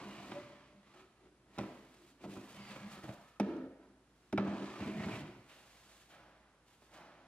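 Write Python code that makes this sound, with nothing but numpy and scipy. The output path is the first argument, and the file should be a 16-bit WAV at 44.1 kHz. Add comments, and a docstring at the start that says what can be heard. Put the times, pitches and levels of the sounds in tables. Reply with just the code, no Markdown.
"""An old wooden drawer is pulled out of a desk, lifted, knocked and pushed onto the desk top in a large bare
workshop. From the start wood rubs on wood, catching noise that rings resonators, and narrow noise bands
swell; a runner squeaks, a gliding sine, at 0.37 s. Knocks, sums of decaying modes, fall throughout, hardest
near 3.4 and 4.4 s; shoes and sleeves scuff, coloured noise, from 5.5 s. The hard room answers with a long
tail of decaying noise over steady room noise and a faint hum; two close microphone ports hear it all."""
import sys
import numpy as np
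from scipy import signal
from scipy.fft import rfft, irfft, next_fast_len
from scipy.io import wavfile
from scipy.ndimage import uniform_filter1d

SR = 44100
rng = np.random.default_rng(int(sys.argv[2]) if len(sys.argv) > 2 else 0)


def wav_out(sig):
    """Save sig, one row per channel (or a flat mono array), as 16-bit PCM at SR to the path in sys.argv[1]."""
    wavfile.write(sys.argv[1], SR, np.round(np.clip(np.atleast_2d(sig).T, -1, 1) * 32767).astype(np.int16))


N = 320899

# modes of the four wooden parts: mode_hz, level_db, t60_s
FRAME_MODES = [(81, -7.5, 0.063), (115.2, -1, 0.12), (150, 1, 0.081)]
BOTTOM_MODES = [(200.6, -1, 0.21), (238, -2.5, 0.068)]
SIDE_MODES = [(250.7, 1.5, 0.092), (289, -0.5, 0.094), (320.7, -0.5, 0.12), (371.3, -2, 0.096),
              (423.7, -6.5, 0.12)]
FRONT_MODES = [(490, -13.5, 0.05), (581, -4, 0.045), (644, -3, 0.022), (763, -5.5, 0.03), (890, -7, 0.032),
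               (987, -6, 0.021), (1170, -12.5, 0.0089), (1305, -9.5, 0.033), (1412, -11, 0.019),
               (1593, -12, 0.013)]
# spectrum of fine dusty hiss: freq_hz, density_db (relative, per Hz)
DUST_SPECTRUM = [(2060, -7.5), (3500, -7.5), (4760, -10), (5810, -13), (6710, -11), (12600, -20.5),
                 (15600, -27.5)]


def amp(db):
    """Level to amplitude: 20 dB is a factor of ten."""
    return 10 ** (np.asarray(db) / 20)


def evened(x):
    """Normalization: the signal is scaled to rms 1."""
    return x / np.sqrt(np.mean(x ** 2) + 1e-20)


def read(points, hz):
    """Logarithmic interpolation: a table over frequency is read on a log axis."""
    f, value = np.transpose(points)
    return np.interp(np.log(hz + 1), np.log(f + 1), value)


def curve(rows, axis):
    """Amplitude envelope: one level column of a list over time, at rest before and after."""
    rows = np.array(rows)
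    s = [rows[0, 0] - .05, *rows[:, 0], rows[-1, 0] + .05]
    level_db = np.interp(np.arange(N) / SR, s, [-120, *rows[:, axis], -120])
    return amp(uniform_filter1d(level_db, size=200))


def strokes(rows, rise_db_per_s, fall_db_per_s):
    """Energy addition: gestures that each rise, hold and fall are summed in power."""
    t = np.arange(N) / SR
    power = 0
    for s, hold, db in rows:
        rise_db = np.minimum(rise_db_per_s * (t - s), 0)
        fall_db = np.maximum(fall_db_per_s * (t - s - hold), 0)
        power = power + amp(db + rise_db - fall_db) ** 2
    return np.sqrt(power)


def colour(x, points):
    """Linear filtering: a signal is shaped by a spectrum, then scaled to rms 1."""
    size = next_fast_len(x.shape[-1])
    gain = amp(read(points, np.fft.rfftfreq(size, 1 / SR)))
    return evened(irfft(rfft(x, size) * gain, size)[..., :x.shape[-1]])


def ring(x, hz, width):
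    """Resonance: a one-pole complex resonator of peak gain near 1."""
    r = np.exp(-np.pi * width / SR)
    return 2 * signal.lfilter([1 - r], [1, -r * np.exp(2j * np.pi * hz / SR)], x).real


def glide(x, hz, width):
    """Heterodyning: a steep resonance follows the curve hz by shifting the signal down and back up."""
    turn = np.exp(2j * np.pi * np.cumsum(hz) / SR)
    r = np.exp(-np.pi * width / SR)
    return 2 * (turn * signal.lfilter([(1 - r) ** 2], [1, -2 * r, r * r], x / turn)).real


def grit(per_s, spread_db, lumps_db, lump_s):
    """Stick-slip: fibres catch and let go, uneven clicks over noise in clumps shared by both signals."""
    clicks = (rng.random(N) < per_s / SR) * amp(spread_db * np.minimum(rng.exponential(1, N), 2))
    size = int(lump_s * SR)
    lumps = uniform_filter1d(rng.standard_normal(N), size, mode="wrap")
    lumps = evened(uniform_filter1d(lumps, size, mode="wrap"))
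    level = (0.31 * evened(clicks) + 1) * amp(lumps_db * lumps)
    return evened(level * rng.standard_normal((2, N)))


def ports(pair, same):
    """Partial coherence: two signals become left and right, offset in time and level."""
    # level difference of the ports: freq_hz, left_minus_right_db
    port_tilt = [(60, -1), (180, -0.5), (550, 0), (1650, -2), (4970, -1), (15000, 0)]
    lead_s = .000052  # the left port hears first
    size = next_fast_len(N)
    hz = np.fft.rfftfreq(size, 1 / SR)
    a, b = rfft(pair, size)
    c = np.clip(read(same, hz), -1, 1)
    # each port takes half of the offset
    half = amp(read(port_tilt, hz) / 2) * np.exp(1j * np.pi * hz * lead_s)
    return irfft([a * half, (c * a + np.sqrt(1 - c ** 2) * b) / half], size)[:, :N]


def air():
    """Stationary noise and narrow-band fluctuation: steady room noise with a wavering hum."""
    # spectrum of the room noise: freq_hz, density_db (relative, per Hz)
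    air_spectrum = [(15, -19), (25, -15), (59, -6), (228, -3.5), (332, -6.5), (511, -8), (617, -13.5),
                    (1580, -12.5), (2130, -17), (7760, -25), (11300, -26.5), (12600, -50), (15600, -64)]
    # distant machinery: freq_hz, level_db, width_hz (of each of two resonators)
    hum_tones = [(56.8, -77, 3), (122.3, -83, 2.4)]
    air_db = -72.5
    noise = rng.standard_normal((2, N))
    hum = 0
    for hz, db, width in hum_tones:
        tone = evened(ring(ring(noise, hz, width), hz, width))
        power = abs(uniform_filter1d(tone ** 2, size=4000))
        hum = hum + amp(db) * tone / np.sqrt(power + 0.11)  # level held steadier
    return amp(air_db) * colour(rng.standard_normal((2, N)), air_spectrum) + hum


def room(x):
    """Reverberation: a few wall echoes and a dense tail that builds up and dies band by band."""
    # decay of the tail, apart from the far return: freq_hz, t60_s
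    room_decay = [(100, 0.34), (250, 0.78), (700, 0.76), (1800, 1.2), (4000, 0.98), (8000, 0.67),
                  (13000, 1.34)]
    # first echoes, against the tail's total energy: delay_s, level_db
    wall_echoes = [(.006, -12), (.011, -13), (.019, -15), (.031, -16), (.047, -17)]
    far_s, far_spread_s, far_db = .16, .1, 4.  # the far end returns a broad swell over the tail
    hz, t, z = signal.stft(rng.standard_normal((2, 3 * SR // 2)), SR, nperseg=256)
    far = amp(far_db * np.exp(-((t - far_s) / far_spread_s) ** 4))
    decay = amp(-60 * t / read(room_decay, hz)[:, None])
    tail = signal.istft(z * far * decay, SR, nperseg=256)[1]
    build_up_s = 0.0021
    tail *= 1 - np.exp(-(np.arange(tail.shape[1]) / SR / build_up_s) ** 2)
    tail /= np.linalg.norm(tail[0])
    for s, db in wall_echoes:
        tail[:, round(s * SR)] += amp(db)
    return signal.fftconvolve(x[None], tail, axes=1)[:, :N]


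def scuffs():
    """Friction noise: shoes rub softly on the concrete and sleeves rustle more brightly."""
    # spectra of the sole and its bright first brush: freq_hz, density_db (relative, per Hz)
    sole_spectrum = [(88, -27), (150, -2), (296, -0.5), (330, 2), (428, -8.5), (592, 2.5), (660, 0.5),
                     (1450, -3.5), (6000, -23.5), (7800, -37), (13200, -120)]
    brush_spectrum = [(700, -35), (1300, 1), (2200, -1), (3000, 1), (3800, -6.5), (6000, -26), (12000, -52)]
    # gestures of shoes, first brushes and sleeves: full_s, hold_s, level_db
    shoe_steps = [(5.514, 0.008, -65.5), (6.126, 0.094, -62.5), (6.68, .01, -81), (6.826, .01, -78),
                  (6.946, 0.069, -58)]
    sole_brushes = [(5.49, 0.044, -64), (6.108, 0.021, -66), (6.95, 0.06, -72)]
    sleeve_rustles = [(5.485, 0.023, -72), (5.5, 0.53, -66), (6.1, 0.02, -66.5), (6.68, 0.064, -70.5),
                      (6.826, 0.044, -71), (6.94, 0.014, -64.5)]
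    rustle_low_db = -9  # the rustle's share of the low noise
    low = colour(grit(per_s=1300, spread_db=-16.0, lumps_db=0.0, lump_s=0.012), sole_spectrum)
    high = colour(grit(per_s=3000, spread_db=2.5, lumps_db=1.1, lump_s=.006), DUST_SPECTRUM)
    brush = colour(grit(per_s=1300, spread_db=5.5, lumps_db=1.5, lump_s=0.0047), brush_spectrum)
    brush = brush * strokes(sole_brushes, rise_db_per_s=1200, fall_db_per_s=99)
    rustle = strokes(sleeve_rustles, rise_db_per_s=400, fall_db_per_s=138)
    step = strokes(shoe_steps, rise_db_per_s=298, fall_db_per_s=34)
    return np.hypot(step, amp(rustle_low_db) * rustle) * low + rustle * high + brush


def squeak():
    """Stick-slip oscillation: a runner sticks and slips in a short pure note that rises a little."""
    full_s, hold_s, level_db = .366, 0.0043, -43.5
    centre_hz, rise_hz_per_s = 575, 300
    attack_s = 0.014  # over its last 12 dB
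    t = np.arange(N) / SR
    level = strokes([(full_s, hold_s, level_db)], 12 / attack_s, fall_db_per_s=266)
    hz = centre_hz + rise_hz_per_s * np.clip(t - full_s, -.05, .05)
    return np.sqrt(2) * level * np.sin(2 * np.pi * np.cumsum(hz) / SR)  # root 2: the level is rms


def narrow_bands():
    """Band-pass noise: narrow gliding bands swell and sink; some prolong squeak and hard knock as echo."""
    # bands: start_s, loudest_s, end_s, level_db, first_hz, last_hz, width_hz (of each of two poles)
    # a row that ends before it starts is silent
    band_rows = [(0, 0.027, 0.075, -61, 1180, 1100, 120), (0, .12, .31, -65.5, 2930, 2820, 310),
                 (0, .2, .36, -72, 3860, 3950, 900), (0.153, 0.217, 0.26, -57, 700, 703, 98),
                 (1.97, 2.034, 2.07, -64.5, 343, 343, 51), (4.421, 4.55, 4.2, -50, 204, 201, 16),
                 (4.8, 4.81, 4.69, -38.5, 150, 161, 49), (.36, 0.47, 0.58, -56, 586, 592, 17),
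                 (.67, 0.712, 0.84, -70, 598, 592, 9.5), (.72, 0.793, 0.81, -67.5, 193.5, 199, 11),
                 (0.916, 0.99, 1.09, -66, 364, 378, 31), (0.943, 1.01, 1.07, -68, 1284, 1277, 83),
                 (1.203, 1.26, 1.36, -66.5, 350, 366, 59), (2.286, 2.32, 2.5, -69, 2560, 2500, 280),
                 (2.535, 2.595, 2.66, -68, 3130, 2790, 70), (2.56, 2.622, 2.67, -66, 2350, 2000, 78),
                 (2.553, 2.62, 2.7, -69, 2740, 2360, 80), (2.63, 2.68, 3.3, -69.5, 1990, 1750, 65),
                 (2.661, 2.71, 3, -70, 2320, 2200, 100), (2.581, 2.64, 2.78, -67.5, 4850, 4470, 320),
                 (2.68, 2.717, 3.1, -60, 204, 200, 18), (2.8, 2.865, 3, -54, 208, 209, 18),
                 (2.901, 2.97, 3.1, -63, 1210, 1330, 140), (3.019, 3.097, 3.57, -71.5, 1230, 1270, 190),
                 (3.474, 3.535, 3.67, -62.5, 1350, 1300, 230), (3.411, 3.496, 3.81, -55.5, 557, 527, 270),
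                 (3.42, 3.477, 3.71, -45.5, 295, 292, 150), (3.438, 3.505, 3.64, -45, 324.6, 328, 15),
                 (3.52, 3.61, 3.73, -51, 255.5, 261, 13), (3.422, 3.483, 3.66, -50.5, 430, 423, 30),
                 (4.723, 4.752, 4.83, -57, 1213, 1256, 54), (4.811, 5.01, 5.2, -56, 636, 652, 53),
                 (4.793, 4.812, 5.15, -57.5, 2280, 1980, 970), (4.861, 4.878, 4.88, -39, 190, 205, 37),
                 (4.951, 5.043, 5.05, -55, 1950, 2030, 440), (4.94, 4.96, 5.02, -43, 220, 202, 31),
                 (5.054, 5.07, 5.17, -45.5, 197, 210, 20), (5.089, 5.154, 5.17, -51.5, 2170, 2670, 730)]
    swell_db = -10.5  # a band at its ends, under its loudest
    steady, steady_s = 0.7, 0.033  # how far level fluctuations are evened out (share), averaging time
    steady_width_hz = 125  # only bands narrower than this are evened out
    out = np.zeros((2, N))
    for start, top, end, db, first_hz, last_hz, width in band_rows:
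        t = np.arange(start, end, 1 / SR)
        noise = rng.standard_normal((2, SR))[:, :len(t)]
        band = glide(noise, np.linspace(first_hz, last_hz, len(t)), width)
        power = abs(uniform_filter1d(evened(band) ** 2, int(steady_s * SR)) + .05)
        band /= power ** (steady / 2 * (width < steady_width_hz))
        level_db = db + swell_db * np.interp(t, [start, top, end], [1, 0, 1]) ** 2
        band = evened(band) * amp(level_db) * signal.windows.tukey(len(t), .1)
        out[:, round(start * SR):][:, :len(t)] += band
    return out


def rubbing():
    """Forced vibration: blunt catches ring each part; separate brighter catches make scrape and hiss."""
    # one list a stretch of time: time_s, weight_db (of the ringing parts), scrape_db, hiss_db
    # most are wood on wood; from 3.8 to 4.3 s a faint low remainder of sound and a growing soft hiss
    stretches = [
        [(0.0, -45.5, -54, -71), (0.056, -48.5, -58.5, -64.5), (0.198, -55, -56, -66.5),
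         (0.314, -49, -57.5, -64), (0.33, -49.5, -55.5, -66), (0.378, -46.5, -58, -71),
         (0.424, -57, -60.5, -71), (0.714, -67.5, -69.5, -97), (0.75, -63.5, -81, -95)],
        [(0.75, -74, -80, -98), (0.854, -69, -71, -86), (0.994, -63.5, -63, -71.5), (1.14, -76, -85, -95),
         (1.272, -59.5, -71.5, -89), (1.316, -77, -98, -99), (1.438, -68, -87, -99), (1.564, -60.5, -65.5, -70),
         (1.572, -61, -61, -69)],
        [(2.21, -75, -72, -77), (2.216, -67, -64.5, -71), (2.254, -43.5, -58.5, -65), (2.268, -47, -70, -72),
         (2.314, -53, -66, -59), (2.366, -48, -64, -64), (2.384, -51, -67, -67), (2.51, -64.5, -63, -63.5)],
        [(2.51, -63, -65, -66.5), (2.564, -56, -60, -60), (2.592, -52, -58, -66), (2.66, -59, -58, -67),
         (2.708, -51, -53.5, -59), (2.868, -57, -60.5, -70.5), (2.902, -64, -60, -63), (2.93, -60, -59, -57),
         (2.99, -55, -62, -67)],
        [(2.99, -55, -72, -68), (3.026, -68, -65, -67), (3.042, -44, -58.5, -61), (3.07, -54.5, -64, -67),
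         (3.092, -45, -58.5, -65), (3.14, -54.5, -76, -63), (3.154, -63, -71, -71.5), (3.29, -83, -75, -72.5),
         (3.37, -83, -75, -84)],
        [(4.395, -35, -63, -83), (4.44, -51, -77, -86), (4.452, -35, -55, -72), (4.466, -44, -67, -84),
         (4.474, -35.5, -55, -74), (4.502, -52, -56, -77), (4.52, -39, -56.5, -71), (4.65, -43.5, -54.5, -67),
         (4.664, -45.5, -54, -68), (4.79, -51, -56.5, -65.5)],
        [(4.79, -50, -62, -78), (4.806, -45, -51, -65), (4.86, -41.5, -53.5, -63), (4.894, -49, -54.5, -65),
         (4.94, -47, -59.5, -65), (5.038, -42.5, -48.5, -62), (5.066, -39.5, -53, -61.5),
         (5.168, -47.5, -52, -60), (5.21, -49, -55.5, -64)],
        [(1.6, -67, -58, -62), (1.65, -55, -62, -71), (1.72, -60, -73, -71), (1.89, -64, -72.5, -73),
         (2.108, -67.5, -81, -68), (2.17, -68, -90, -86), (2.2, -73, -73, -93)],
        [(3.8, -58, -87, -99), (3.832, -61.5, -76, -99), (4.004, -70.5, -97, -99), (4.074, -72.5, -94, -85),
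         (4.3, -74, -78, -77)],
        [(5.21, -56, -67, -76), (5.224, -48.5, -58.5, -76), (5.336, -58, -68, -78), (5.47, -67, -73, -76)],
    ]
    # share of the weight each stretch lays on the parts: frame_db, bottom_db, sides_db, front_db
    bearing = [(-11, -7.5, -4.5, -9.5), (-13, -11, -6.5, -11), (-10.5, -5.5, -2.5, -13),
               (-8.5, -5.5, -9.5, -8.5), (-7.5, -6.5, -7.5, -8), (-18.5, -5.5, -4, -11.5),
               (-8.5, -3.5, -6.5, -11.5), (-13, -12, -3.5, -10), (-19, -11, -3.5, -9),
               (-3.5, -6.5, -2.5, -8)]
    # spectrum of the scrape: freq_hz, density_db (relative, per Hz)
    grain_spectrum = [(650, -3), (1100, 4.5), (1530, -3.5), (2000, -3), (2320, -0.5), (4780, -10.5),
                      (5240, -13), (8000, -19), (10400, -32.5), (17600, -120)]
    # scrape resonances that wander as the contact moves: centre_hz, width_hz (of each pole), level_db
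    grain_rings = [(1850, 210, 1), (2150, 85, -6), (2910, 79, -11), (1223, 74, -7)]
    wander, wander_s = .07, .08  # rms share of the centre, time between turns

    soft = signal.butter(2, 1800, fs=SR, output="sos")  # wood-on-wood catches are blunt
    drive = signal.sosfilt(soft, grit(per_s=220, spread_db=1.5, lumps_db=1.5, lump_s=0.0018))
    out = np.zeros((2, N))
    weights = np.array([curve(rows, axis=1) for rows in stretches])
    for k, part in enumerate([FRAME_MODES, BOTTOM_MODES, SIDE_MODES, FRONT_MODES]):
        rung = 0
        for m, (hz, db, t60) in enumerate(part):
            mode = ring(drive, hz, 2.08 / t60) * np.sqrt(t60)
            rung = rung + (-1) ** m * amp(db) * mode
        out += evened(rung) * (amp(bearing)[:, k] @ weights)

    scrape = colour(grit(per_s=700, spread_db=4.5, lumps_db=1.5, lump_s=0.004), grain_spectrum)
    turns = rng.standard_normal((len(grain_rings), int(N / SR / wander_s)))
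    drifts = signal.resample(turns, N, axis=1)
    wandering = 0
    for (hz, width, db), drift in zip(grain_rings, drifts):
        wandering = wandering + amp(db) * glide(scrape, hz * (1 + wander * drift), width)
    hiss = colour(grit(per_s=3000, spread_db=2.5, lumps_db=1.6, lump_s=.006), DUST_SPECTRUM)
    out += evened(scrape + wandering) * sum(curve(rows, axis=2) for rows in stretches)
    return out + hiss * sum(curve(rows, axis=3) for rows in stretches)


def knocks():
    """Modal synthesis: blows excite decaying modes, clack and tick; returns near sound and room send."""
    # blows: start_s, front_db, frame_db, bottom_db, sides_db, tick_db, clack_db
    blows = [(0.318, -42.5, -68, -59, -41, -64, -42.5), (.943, -53.5, -80, -76, -62, -80, -72),
             (.995, -57, -68, -83, -69, -81, -70), (1.577, -43, -49, -54, -42, -62, -53),
             (1.584, -37, -38, -55, -38, -41.5, -55), (1.589, -31.5, -55, -43.5, -40, -58, -38.5),
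             (1.609, -38.5, -42, -56, -45, -58, -52), (1.634, -39, -68, -49, -45, -73, -57),
             (2.206, -58, -75, -78, -59, -74, -69), (2.239, -41.5, -65, -65, -60, -59, -61),
             (2.256, -58, -58, -46, -50, -76, -73), (2.366, -41, -46, -72, -48, -68, -60),
             (2.683, -52, -63, -60, -74, -68, -62), (2.761, -41, -53, -75, -52, -66, -50),
             (2.934, -57, -73, -75, -63, -68, -60), (2.968, -51, -70, -73, -54, -72, -60),
             (3.035, -51, -45, -64, -54, -71, -59), (3.083, -45, -67, -54, -55, -71, -62),
             (3.091, -39.5, -45, -51, -64, -73, -49), (3.3983, -24.5, -42.5, -27, -28, -39, -38.5),
             (3.402, -32.5, -61, -49, -37, -59, -39.5), (3.565, -63, -72, -72, -64, -61, -66),
             (4.326, -31, -60, -60, -61, -48, -46), (4.329, -32, -37, -31, -27.5, -52, -48.5),
             (4.3765, -45, -41, -53, -41, -46, -33.5), (4.38, -25, -33, -41, -34.5, -59, -39.5),
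             (4.397, -35, -53, -32, -34, -68, -46), (4.478, -47, -36.5, -34, -47, -66, -55),
             (4.806, -46, -38.5, -40, -39, -66, -49), (4.824, -44, -39.5, -50, -50, -70, -57),
             (4.879, -57, -61, -38, -36.5, -67, -60), (5.001, -42, -40, -51, -56, -70, -63),
             (5.033, -51, -60, -60, -44, -70, -49), (5.057, -45, -54, -37, -52, -65, -60),
             (5.085, -36, -39, -42, -43, -72, -48), (5.138, -43, -49, -43, -49, -70, -61),
             (5.159, -46, -60, -55, -55, -68, -57), (6.82, -58.5, -80, -85, -64, -82, -71)]
    # dense short upper modes, and first contact of the edges: freq_hz, density_db (relative, per Hz)
    clack_spectrum = [(500, -3), (1200, 2.5), (2400, -2), (4000, -12), (6000, -23), (9000, -49)]
    tick_spectrum = [(3000, 7), (5500, 5), (8000, -1.5), (11000, -5), (15500, -20)]
    touch_s, panel_swell_s = 0.0013, 0.0053  # the large panels take longer to answer than the front
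    mode_spread = 0.025  # modes of sides and front vary randomly in pitch by blow (largest share)
    snap_db = -20  # the sharp front of each clack
    sent_clack_db, sent_tick_db = -3.5, -7  # share that reaches the walls
    blur_s, blur_db = .0025, 8  # seen from all round, the front's modes smear into one short thud

    out = np.zeros((2, N + SR))
    t = np.arange(SR // 4) / SR
    parts = [FRONT_MODES, FRAME_MODES, BOTTOM_MODES, SIDE_MODES]
    hz, db, t60 = np.vstack(parts).T[:, :, None]
    is_front = hz > FRONT_MODES[0][0] - 1
    is_varied = hz > SIDE_MODES[0][0] - 1
    blurred = np.where(is_front, amp(blur_db) * np.exp(-t / blur_s), 1)
    swell = -np.expm1(-t / np.where(is_front, touch_s, panel_swell_s))
    fade = amp(db - 60 * t / t60) * swell

    click = signal.unit_impulse(len(t), 100)
    even_clack, even_tick = colour(click, clack_spectrum), colour(click, tick_spectrum)
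    snap = amp(snap_db) * np.roll(even_clack, shift=-70)
    snap = snap * np.minimum(t / .001, 1) * np.exp(-t / .005)
    clack_shape = np.exp(-t / 0.0063) * (1 - np.exp(-t / 0.0011))
    tick_shape = np.exp(-t / .0032) * (1 - np.exp(-t / .0003))

    draws = rng.standard_normal((len(blows), 3, len(t)))
    for (s, *parts_db, tick_db, clack_db), z in zip(blows, draws):
        sign = np.sign(z[0, :len(hz)])  # each mode starts with a random sign
        detuning = mode_spread * is_varied * np.tanh(z[0, -len(hz):, None])
        modes = fade * np.sin(2 * np.pi * hz * (1 + detuning) * t)
        share = sign * amp(np.repeat(parts_db, [len(p) for p in parts]))
        body, blur = share @ modes, share @ (modes * blurred)
        clack = amp(clack_db) * (colour(z[1], clack_spectrum) * clack_shape + snap)
        tick = amp(tick_db) * colour(z[2], tick_spectrum) * tick_shape
        # the many angles even out the colour of what is sent round the room
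        sent = amp(sent_clack_db) * clack.std() * even_clack
        sent = sent + amp(sent_tick_db) * tick.std() * even_tick
        out[:, round(s * SR):][:, :len(t)] += [body + clack + tick, blur + sent]
    return out[:, :N]


def scene():
    """Superposition: near sounds, their tail in the room and the room noise add at the two ports."""
    # likeness of the two ports to a struck panel, a long rubbing edge and diffuse sound:
    # freq_hz, likeness (-1 to 1)
    struck_same = [(300, 1), (700, 0.96), (1000, 0.91), (2500, 0.44), (6000, 0.5), (15000, 0.43)]
    rubbed_same = [(60, 1), (180, 1.0), (550, 0.98), (1650, 0.94), (4970, 0.55), (15000, -0.32)]
    diffuse_same = [(60, 0.99), (180, 0.99), (550, 0.96), (1650, 0.64), (4970, 0.082), (15000, 0.096)]
    squeak_wet_db, struck_wet_db, rubbed_wet_db = -17, -2.5, -9.0  # the squeak also takes struck_wet_db
    scatter_s = 0.0019  # the desk scatters each blow on its way to the second port

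    struck, sent = knocks() + squeak() * amp([[0], [squeak_wet_db]])
    rubbed = rubbing() + narrow_bands() + scuffs()
    scatter = rng.standard_normal(500) * np.exp(-np.arange(500) / SR / scatter_s)
    scattered = signal.oaconvolve(struck, scatter / np.linalg.norm(scatter))[:N]
    # deep bass is filtered from the room send
    sent = signal.sosfilt(signal.butter(2, 110, "high", fs=SR, output="sos"), sent)
    wet = room(amp(struck_wet_db) * sent + amp(rubbed_wet_db) * rubbed[0])
    near = ports(np.array([struck, scattered]), struck_same) + ports(rubbed, rubbed_same)
    return near + ports(wet + air(), diffuse_same)


def record(dry):
    """Band-pass response: bass roll-off of the small microphone, then the upper band limit."""
    edge_hz = 15750
    x = signal.sosfilt(signal.butter(4, 42, "high", fs=SR, output="sos"), dry)
    low_pass = signal.firwin(511, edge_hz, window=("kaiser", 9), fs=SR)
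    return signal.oaconvolve(x, low_pass[None], "same")


dry = scene()
out = record(dry)
wav_out(out)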